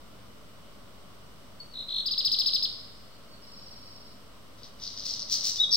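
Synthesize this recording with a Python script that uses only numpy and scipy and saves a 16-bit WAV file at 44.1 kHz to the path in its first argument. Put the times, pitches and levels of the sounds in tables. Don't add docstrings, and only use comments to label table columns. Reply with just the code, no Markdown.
import sys
import numpy as np
from scipy import signal
from scipy.fft import rfft, irfft, next_fast_len
from scipy.io import wavfile
from scipy.ndimage import uniform_filter1d

SR = 44100
rng = np.random.default_rng(int(sys.argv[2]) if len(sys.argv) > 2 else 0)


def unload_audio(sound):
    columns = np.transpose(np.atleast_2d(sound))
    steps = np.round(np.clip(columns, -1, 1) * 32767)
    wavfile.write(sys.argv[1], SR, steps.astype(np.int16))


def magnitude_from_level(level_db):
    exponent = np.asarray(level_db, float) / 20
    return 10 ** exponent


N = 254099
T = np.arange(N) / SR
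SIZE = next_fast_len(N + SR)
HZ = np.maximum(np.arange(SIZE // 2 + 1) * SR / SIZE, 1)
TOP_HZ = 15900


def on_hz(table):
    hz, value = np.transpose(table)
    return np.interp(np.log(HZ), np.log(hz), value)


def colour(x, gain):
    return irfft(rfft(x, SIZE) * gain, SIZE)[..., :N]


def level(x, db):
    return x * magnitude_from_level(db) / np.sqrt(np.mean(x ** 2))


def wander(rate_hz):
    k = int(SR / rate_hz)
    smooth = uniform_filter1d(uniform_filter1d(rng.standard_normal(N), k), k)
    return level(smooth, 0)


# (frequency [Hz], density [dB per Hz])
TOWN_SPECTRUM = [(15, -7), (25, -8.5), (54, 1), (70, -6), (106, -3.5), (167, -3.5), (249, -3.5),
                 (352, -10.5), (441, -8), (482, -9.5), (593, -6), (826, -15), (1090, -9.5), (1370, -12),
                 (1600, -19), (2080, -112), (3520, -120)]
# (frequency [Hz], density [dB per Hz])
HISS_SPECTRUM = [(940, -37), (1600, -4.5), (2020, -2), (2690, -5.5), (2940, 2), (3170, -2.5), (4490, -4),
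                 (5870, -6.5), (6590, -15), (8070, -8), (9420, -11.5), (10400, -21.5), (12300, -12),
                 (15100, -16.5), (16000, -10)]
# (frequency [Hz], likeness [0-1])
PORT_LIKENESS = [(60, 0.6), (130, 0.32), (290, 0.58), (640, 0.36), (1410, 0.31), (3100, 0), (6820, 0),
                 (15000, -0.02)]
# (frequency [Hz], level [dB rms])
MAINS_HUM = [(50, -91), (100, -66), (150, -81.5), (200, -71)]
# (time [s], level [dB])
TOWN_SWELL = [
    (0, 0.1),
    (.9, 0.2),
    (1.2, 0.2),
    (1.6, -0.33),
    (4.9, -0.5),
    (5.3, 1.1),
    (5.76, 1.5),
]


def town():
    alike = np.clip(on_hz(PORT_LIKENESS), 0, 1)
    mid, side, left, right = rng.standard_normal((4, N))
    mid = colour(mid, np.sqrt(1 + alike))
    side = colour(side, np.sqrt(1 - alike))
    traffic = colour(np.array([mid + side, mid - side]), magnitude_from_level(on_hz(TOWN_SPECTRUM)) * (HZ < 1700))
    hiss = colour(np.array([left, right]), magnitude_from_level(on_hz(HISS_SPECTRUM)) * (HZ > 1500))
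    mains = sum(magnitude_from_level(db + 3.5 + 1.14 * wander(14.3)) * np.sin(2 * np.pi * hz * T) for hz, db in MAINS_HUM)
    swell = magnitude_from_level(np.interp(T, *np.transpose(TOWN_SWELL)))
    return mains + level(traffic, -53.2) * swell + level(hiss, -57.5)


# (multiple of pitch, level [dB])
SYRINX_OVERTONES = [(2, -37), (3, -37), (4, -44)]


def syrinx(hz, gain, edge):
    phase = 2 * np.pi * np.cumsum(hz * (1 + 0.00315 * wander(303))) / SR
    overtones = sum(magnitude_from_level(db) * (k * hz < TOP_HZ) * np.sin(k * phase) for k, db in SYRINX_OVERTONES)
    tone = np.sin(phase) + edge * (1 + 0.8 * wander(1500)) * overtones
    return gain * magnitude_from_level(0.9 * wander(200)) * tone


def held_note(curve):
    s, hz, db = np.transpose(curve)
    ends = np.clip(np.minimum(T - s[0], s[-1] - T) / 0.004, 0, 1)
    return syrinx(np.interp(T, s, hz), ends * magnitude_from_level(np.interp(T, s, db)), edge=magnitude_from_level(-13))


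# (time [s], pitch [Hz], level [dB])
OPENING_CURVE = [
    (1.594, 4300, -62),
    (1.604, 4470, -34.5),
    (1.614, 4435, -39),
    (1.62, 4400, -43),
    (1.67, 4700, -72),
    (1.732, 4530, -52),
]


def opening_whistle():
    return held_note(OPENING_CURVE)


# (frequency [Hz], level [dB])
AIR_SPECTRUM = [(1200, -66), (1900, -27.5), (2600, -34.5), (5000, -29), (5900, -14), (6600, -24.5),
                (8000, -19.5), (10000, -31), (11500, -57), (14500, -39), (16000, -46)]


def rush(notes, full=0.1):
    strength = uniform_filter1d(abs(notes), size=88)
    air = strength * np.sqrt(abs(strength) / full) * rng.standard_normal(N)
    return colour(air, magnitude_from_level(on_hz(AIR_SPECTRUM) + 2))


# (delay [s], level [dB])
WALL_ECHOES = [
    (.01, -16),
    (.027, -19),
    (.045, -21),
    (.062, -24),
]


def walls(x, db, t60_s, echo_db, rough_s=0.002):
    t = T[:SR]
    decay = (magnitude_from_level(-60 * t / t60_s) + magnitude_from_level(-14 - 42 * t)) * np.clip(t / 0.02, 0, 1)
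    tail = rng.standard_normal((2, SR)) * decay
    tail *= magnitude_from_level(db) / np.sqrt(np.sum(tail ** 2, axis=1, keepdims=True))
    for late_s, wall_db in WALL_ECHOES:
        brick = rng.standard_normal((2, SR)) * (t > late_s) * np.exp(-abs(t - late_s) / rough_s)
        tail += magnitude_from_level(wall_db + echo_db) * brick / np.sqrt(np.sum(brick ** 2, axis=1, keepdims=True))
    return colour(x, rfft(tail, SIZE) / np.sqrt(1 + (HZ / 10000) ** 4))


def run(curve, first_s, count, gap_ms, slows_ms, uneven_db=0):
    k = np.arange(count)
    place, hz, db = np.transpose(curve)
    s = first_s + k * (gap_ms + slows_ms * (k - 1) / 2) / 1000
    note_db = np.interp(k / k[-1], place, db) + uneven_db * rng.standard_normal(count)
    return zip(s, np.interp(k / k[-1], place, hz), note_db)


def arches(notes, rise_ms, fall_ms, from_hz, to_hz, swell, fade, bend=1.7, dull_db=-14):
    hz, gain, edge = np.full(N, 1. 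* from_hz), np.zeros(N), np.ones(N)
    for s, top_hz, db in notes:
        u = (T - s) * 1000 / np.where(T < s, rise_ms, fall_ms)
        on = abs(u) < 1
        u = u[on]
        rise_drop_hz = (top_hz - from_hz) * abs(u) ** 2.5
        fall_drop_hz = (top_hz - to_hz) * abs(u) ** bend
        hz[on] = top_hz - np.where(u < 0, rise_drop_hz, fall_drop_hz)
        envelope = np.clip(np.minimum((1 + u) / swell, (1 - u) / fade), 0, 1)
        gain[on] = magnitude_from_level(db) * np.sin(np.pi / 2 * envelope)
        edge[on] = magnitude_from_level(dull_db * (1 + u) / 2)
    return syrinx(hz, gain, edge)


# (place in run [0-1], top [Hz], level [dB])
SOFT_WARBLE_EFFORT = [
    (0, 4300, -41),
    (.2, 4050, -36),
    (.7, 4150, -30),
    (1, 4100, -35),
]


def soft_warble():
    notes = run(SOFT_WARBLE_EFFORT, first_s=1.739, count=6, gap_ms=16.9, slows_ms=0.18)
    return magnitude_from_level(1.5) * arches(notes, rise_ms=5, fall_ms=8, from_hz=3800, to_hz=3400,
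                             swell=1.5, fade=0.45, bend=1.3)


# (place in run [0-1], top [Hz], level [dB])
LOUD_WARBLE_EFFORT = [
    (0, 4150, -32),
    (.8, 4280, -24.5),
    (1, 4250, -25.5),
]


def loud_warble():
    notes = run(LOUD_WARBLE_EFFORT, first_s=1.8873, count=7, gap_ms=18.4, slows_ms=0.18)
    return magnitude_from_level(3) * arches(notes, rise_ms=5.3, fall_ms=8.7, from_hz=3800, to_hz=3150,
                           swell=1.6, fade=0.35, bend=1.4)


# (time [s], pitch [Hz], level [dB])
SQUEAK_CURVE = [
    (1.89, 5000, -56),
    (1.897, 4840, -45),
    (1.906, 4600, -54),
]


def squeak():
    return held_note(SQUEAK_CURVE)


# (time of top [s], top [Hz], level [dB])
TRILL_NOTES = [
    (2.0681, 5070, -22.7),
    (2.1206, 5130, -21.1),
    (2.1891, 5180, -19.3),
    (2.2587, 5240, -18.1),
    (2.327, 5270, -17.9),
    (2.3975, 5280, -17.5),
    (2.4709, 5280, -17.3),
    (2.545, 5280, -17),
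    (2.6355, 5250, -19.6),
]


def trill():
    return magnitude_from_level(-0.3) * arches(TRILL_NOTES, rise_ms=12.4, fall_ms=27, from_hz=2900, to_hz=2600,
                              swell=0.33, fade=0.7, bend=1.5)


# (time [s], pitch [Hz], level [dB])
FAR_WHISTLE_CURVES = [
    [(3.12, 4500, -66), (3.135, 4500, -58), (3.17, 4450, -68)],
    [(3.27, 4450, -72), (3.31, 4480, -62), (3.335, 4520, -55), (3.355, 4050, -59)],
]
# (place in run [0-1], top [Hz], level [dB])
FAR_TRILL_EFFORT = [
    (0, 5350, -45),
    (.25, 5480, -42),
    (.7, 5540, -42.5),
    (1, 5480, -49),
]


def far_bird():
    notes = run(FAR_TRILL_EFFORT, first_s=3.43, count=15, gap_ms=47.5, slows_ms=0.15, uneven_db=1)
    far = arches(notes, rise_ms=12, fall_ms=30, from_hz=4300, to_hz=3600, swell=0.8, fade=0.25)
    far += magnitude_from_level(10.5) * sum(map(held_note, FAR_WHISTLE_CURVES))
    late = np.exp(-2j * np.pi * HZ * 4 / SR)
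    direct = magnitude_from_level(-6) * np.array([colour(far, late), far])
    return direct + walls(far, db=-10, t60_s=0.7, echo_db=1)


# (time of peak [s], peak [dB], held [s], sag [dB per s])
AIR_PUSHES = [
    (4.59, -54.5, .02, 10),
    (4.645, -42, 0.0062, 10),
    (4.828, -34.5, 0.19, 53),
    (4.985, -34, .055, 100),
    (5.058, -27.5, 0.16, 54),
    (5.325, -19, .095, 184),
    (5.447, -21.5, 0.049, 5),
    (5.565, -29, 0.013, 5),
]


def effort():
    push_db_per_s, release_db_per_s = 520, 416
    pushes = []
    for s, db, held_s, sag in AIR_PUSHES:
        held_db = np.minimum(push_db_per_s * (T - s), -sag * (T - s))
        pushes.append(db + held_db - release_db_per_s * np.maximum(T - s - held_s, 0))
    return uniform_filter1d(np.maximum(np.max(pushes, axis=0), -120), size=500)


# (time [s], peak [dB])
LOUD_CLICKS = [(4.6336, -31), (4.7992, -35), (4.8386, -25), (4.8674, -24), (4.8769, -21), (4.9764, -22),
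               (4.9971, -22), (5.0049, -23), (5.0591, -21), (5.0669, -21), (5.0856, -22), (5.0993, -20),
               (5.1089, -18), (5.1124, -19), (5.1385, -17), (5.1949, -20), (5.2028, -19), (5.221, -19),
               (5.2279, -20), (5.2328, -25), (5.2986, -20), (5.3405, -14), (5.3571, -15), (5.3726, -17),
               (5.4098, -17), (5.4545, -14), (5.4705, -14), (5.5188, -16), (5.5597, -17), (5.7112, -21)]


def clicks(effort_db):
    lesser_count, lesser_db, lesser_scatter_db = 90, 3, 2.5
    pitch_hz, climb_hz_per_s, scatter_hz = 4600, 900, 150
    start, end = AIR_PUSHES[0][0], AIR_PUSHES[-1][0]
    at = rng.uniform(start, end, lesser_count)
    db = np.interp(at, T, effort_db) + lesser_db + lesser_scatter_db * rng.standard_normal(len(at))
    at, db = np.concatenate([np.transpose(LOUD_CLICKS), [at, db]], axis=1)
    hz = pitch_hz + climb_hz_per_s * (at - start) + scatter_hz * rng.standard_normal(len(at))
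    return zip(at, db, hz)


# (frequency [Hz], level [dB])
RATTLE_SPECTRUM = [(710, -50), (1200, -49), (1870, -23.5), (2400, -25.5), (3250, -10.5), (4450, 5),
                   (5710, 4), (6150, 4.5), (6600, -20.5), (8080, -25), (9800, -34.5), (10400, -50),
                   (11100, -36), (14500, -29)]


def rattle(per_s=2600, scatter_db=1.7, click_ms=0.32, ring_db=-0.6, edge_db=-14):
    effort_db = effort()
    happens, size, sign = rng.random((N, 3)).T
    snaps = (happens < per_s / SR) * magnitude_from_level(-scatter_db * np.log(size + 1e-9)) * np.sign(sign - 0.5)
    snaps /= np.std(snaps)
    body = magnitude_from_level(on_hz(RATTLE_SPECTRUM))
    body /= np.sqrt(np.mean(body ** 2))
    low = colour(snaps, body * (HZ < 3900)) * magnitude_from_level(0.71 * (effort_db + 26.5) - 29)
    core = colour(snaps, body * (HZ >= 3900) * (HZ < 6600)) * magnitude_from_level(effort_db - 6)
    breath = 1.06 * snaps + 1.4 * rng.standard_normal(N)
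    hiss = colour(breath, body * (HZ >= 6600)) * magnitude_from_level(1.45 * (effort_db + 27.0) - 25.0)
    sound, edge = low + core + hiss, np.zeros(N)
    for at, peak_db, hz in clicks(effort_db):
        i = slice(int((at - 0.003) * SR), int((at + 0.003) * SR))
        t = T[i] - at
        ring = np.exp(-0.5 * (1000 * t / click_ms) ** 2) * np.cos(2 * np.pi * hz * t * (1 - 60 * t))
        sound[i] += magnitude_from_level(peak_db + ring_db) * ring
        edge[int(at * SR)] = magnitude_from_level(peak_db + edge_db)
    return sound + colour(edge, body) / irfft(body, SIZE)[0]


# (time [s], pitch [Hz], level [dB])
CLOSING_CURVE = [
    (5.583, 3510, -31),
    (5.599, 3610, -25.5),
    (5.603, 3720, -15),
    (5.62, 3848, -20),
    (5.633, 3826, -20),
    (5.64, 3443, -19),
    (5.65, 3390, -23),
    (5.656, 3000, -58.5),
]


def closing_whistle():
    return held_note(CLOSING_CURVE)


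# (place in run [0-1], top [Hz], level [dB])
BUZZ_EFFORT = [
    (0, 5750, -26),
    (.4, 5760, -16.5),
    (.8, 5560, -14.5),
    (1, 5500, -17),
]


def buzz():
    notes = run(BUZZ_EFFORT, first_s=5.7102, count=6, gap_ms=7.9, slows_ms=0.29)
    return magnitude_from_level(4) * arches(notes, rise_ms=3.5, fall_ms=4.6, from_hz=4400, to_hz=3950,
                           swell=1.4, fade=0.45, bend=1.4)


# (frequency [Hz], gain [dB])
NOTE_GAIN = [(2300, -1), (3000, -3), (3700, 1), (4500, -0.5), (5300, -1.2), (6000, -6), (6600, -7),
             (8000, 11), (9700, 10.5), (10400, 0), (11000, 8), (12500, 7), (14500, 20.5), (16000, 11)]
# (frequency [Hz], gain [dB])
BODY_SHADOW = [(2500, -1), (3300, -4.5), (3800, -4), (4400, -4.5), (5300, -4.5), (7000, -2.5), (10000, -3),
               (15000, -1)]


def near_bird():
    notes = opening_whistle() + soft_warble() + loud_warble() + squeak() + trill()
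    notes += closing_whistle() + buzz()
    near = colour(notes, magnitude_from_level(on_hz(NOTE_GAIN))) + rush(notes) + rattle()
    late = np.exp(-2j * np.pi * HZ * 2 / SR)
    direct = np.array([near, colour(near, magnitude_from_level(on_hz(BODY_SHADOW)) * late)])
    return direct + walls(near, db=-7.5, t60_s=0.63, echo_db=5.0)


def scene():
    return town() + near_bird() + far_bird()


def roll_off(x):
    return signal.sosfilt(signal.butter(12, 16830, fs=SR, output="sos"), x)


def record(dry):
    cut = colour(dry, np.clip((TOP_HZ - HZ) / 150, 0, 1))
    mix = cut - 0.0029
    return roll_off(mix)


dry = scene()
out = record(dry)
unload_audio(out)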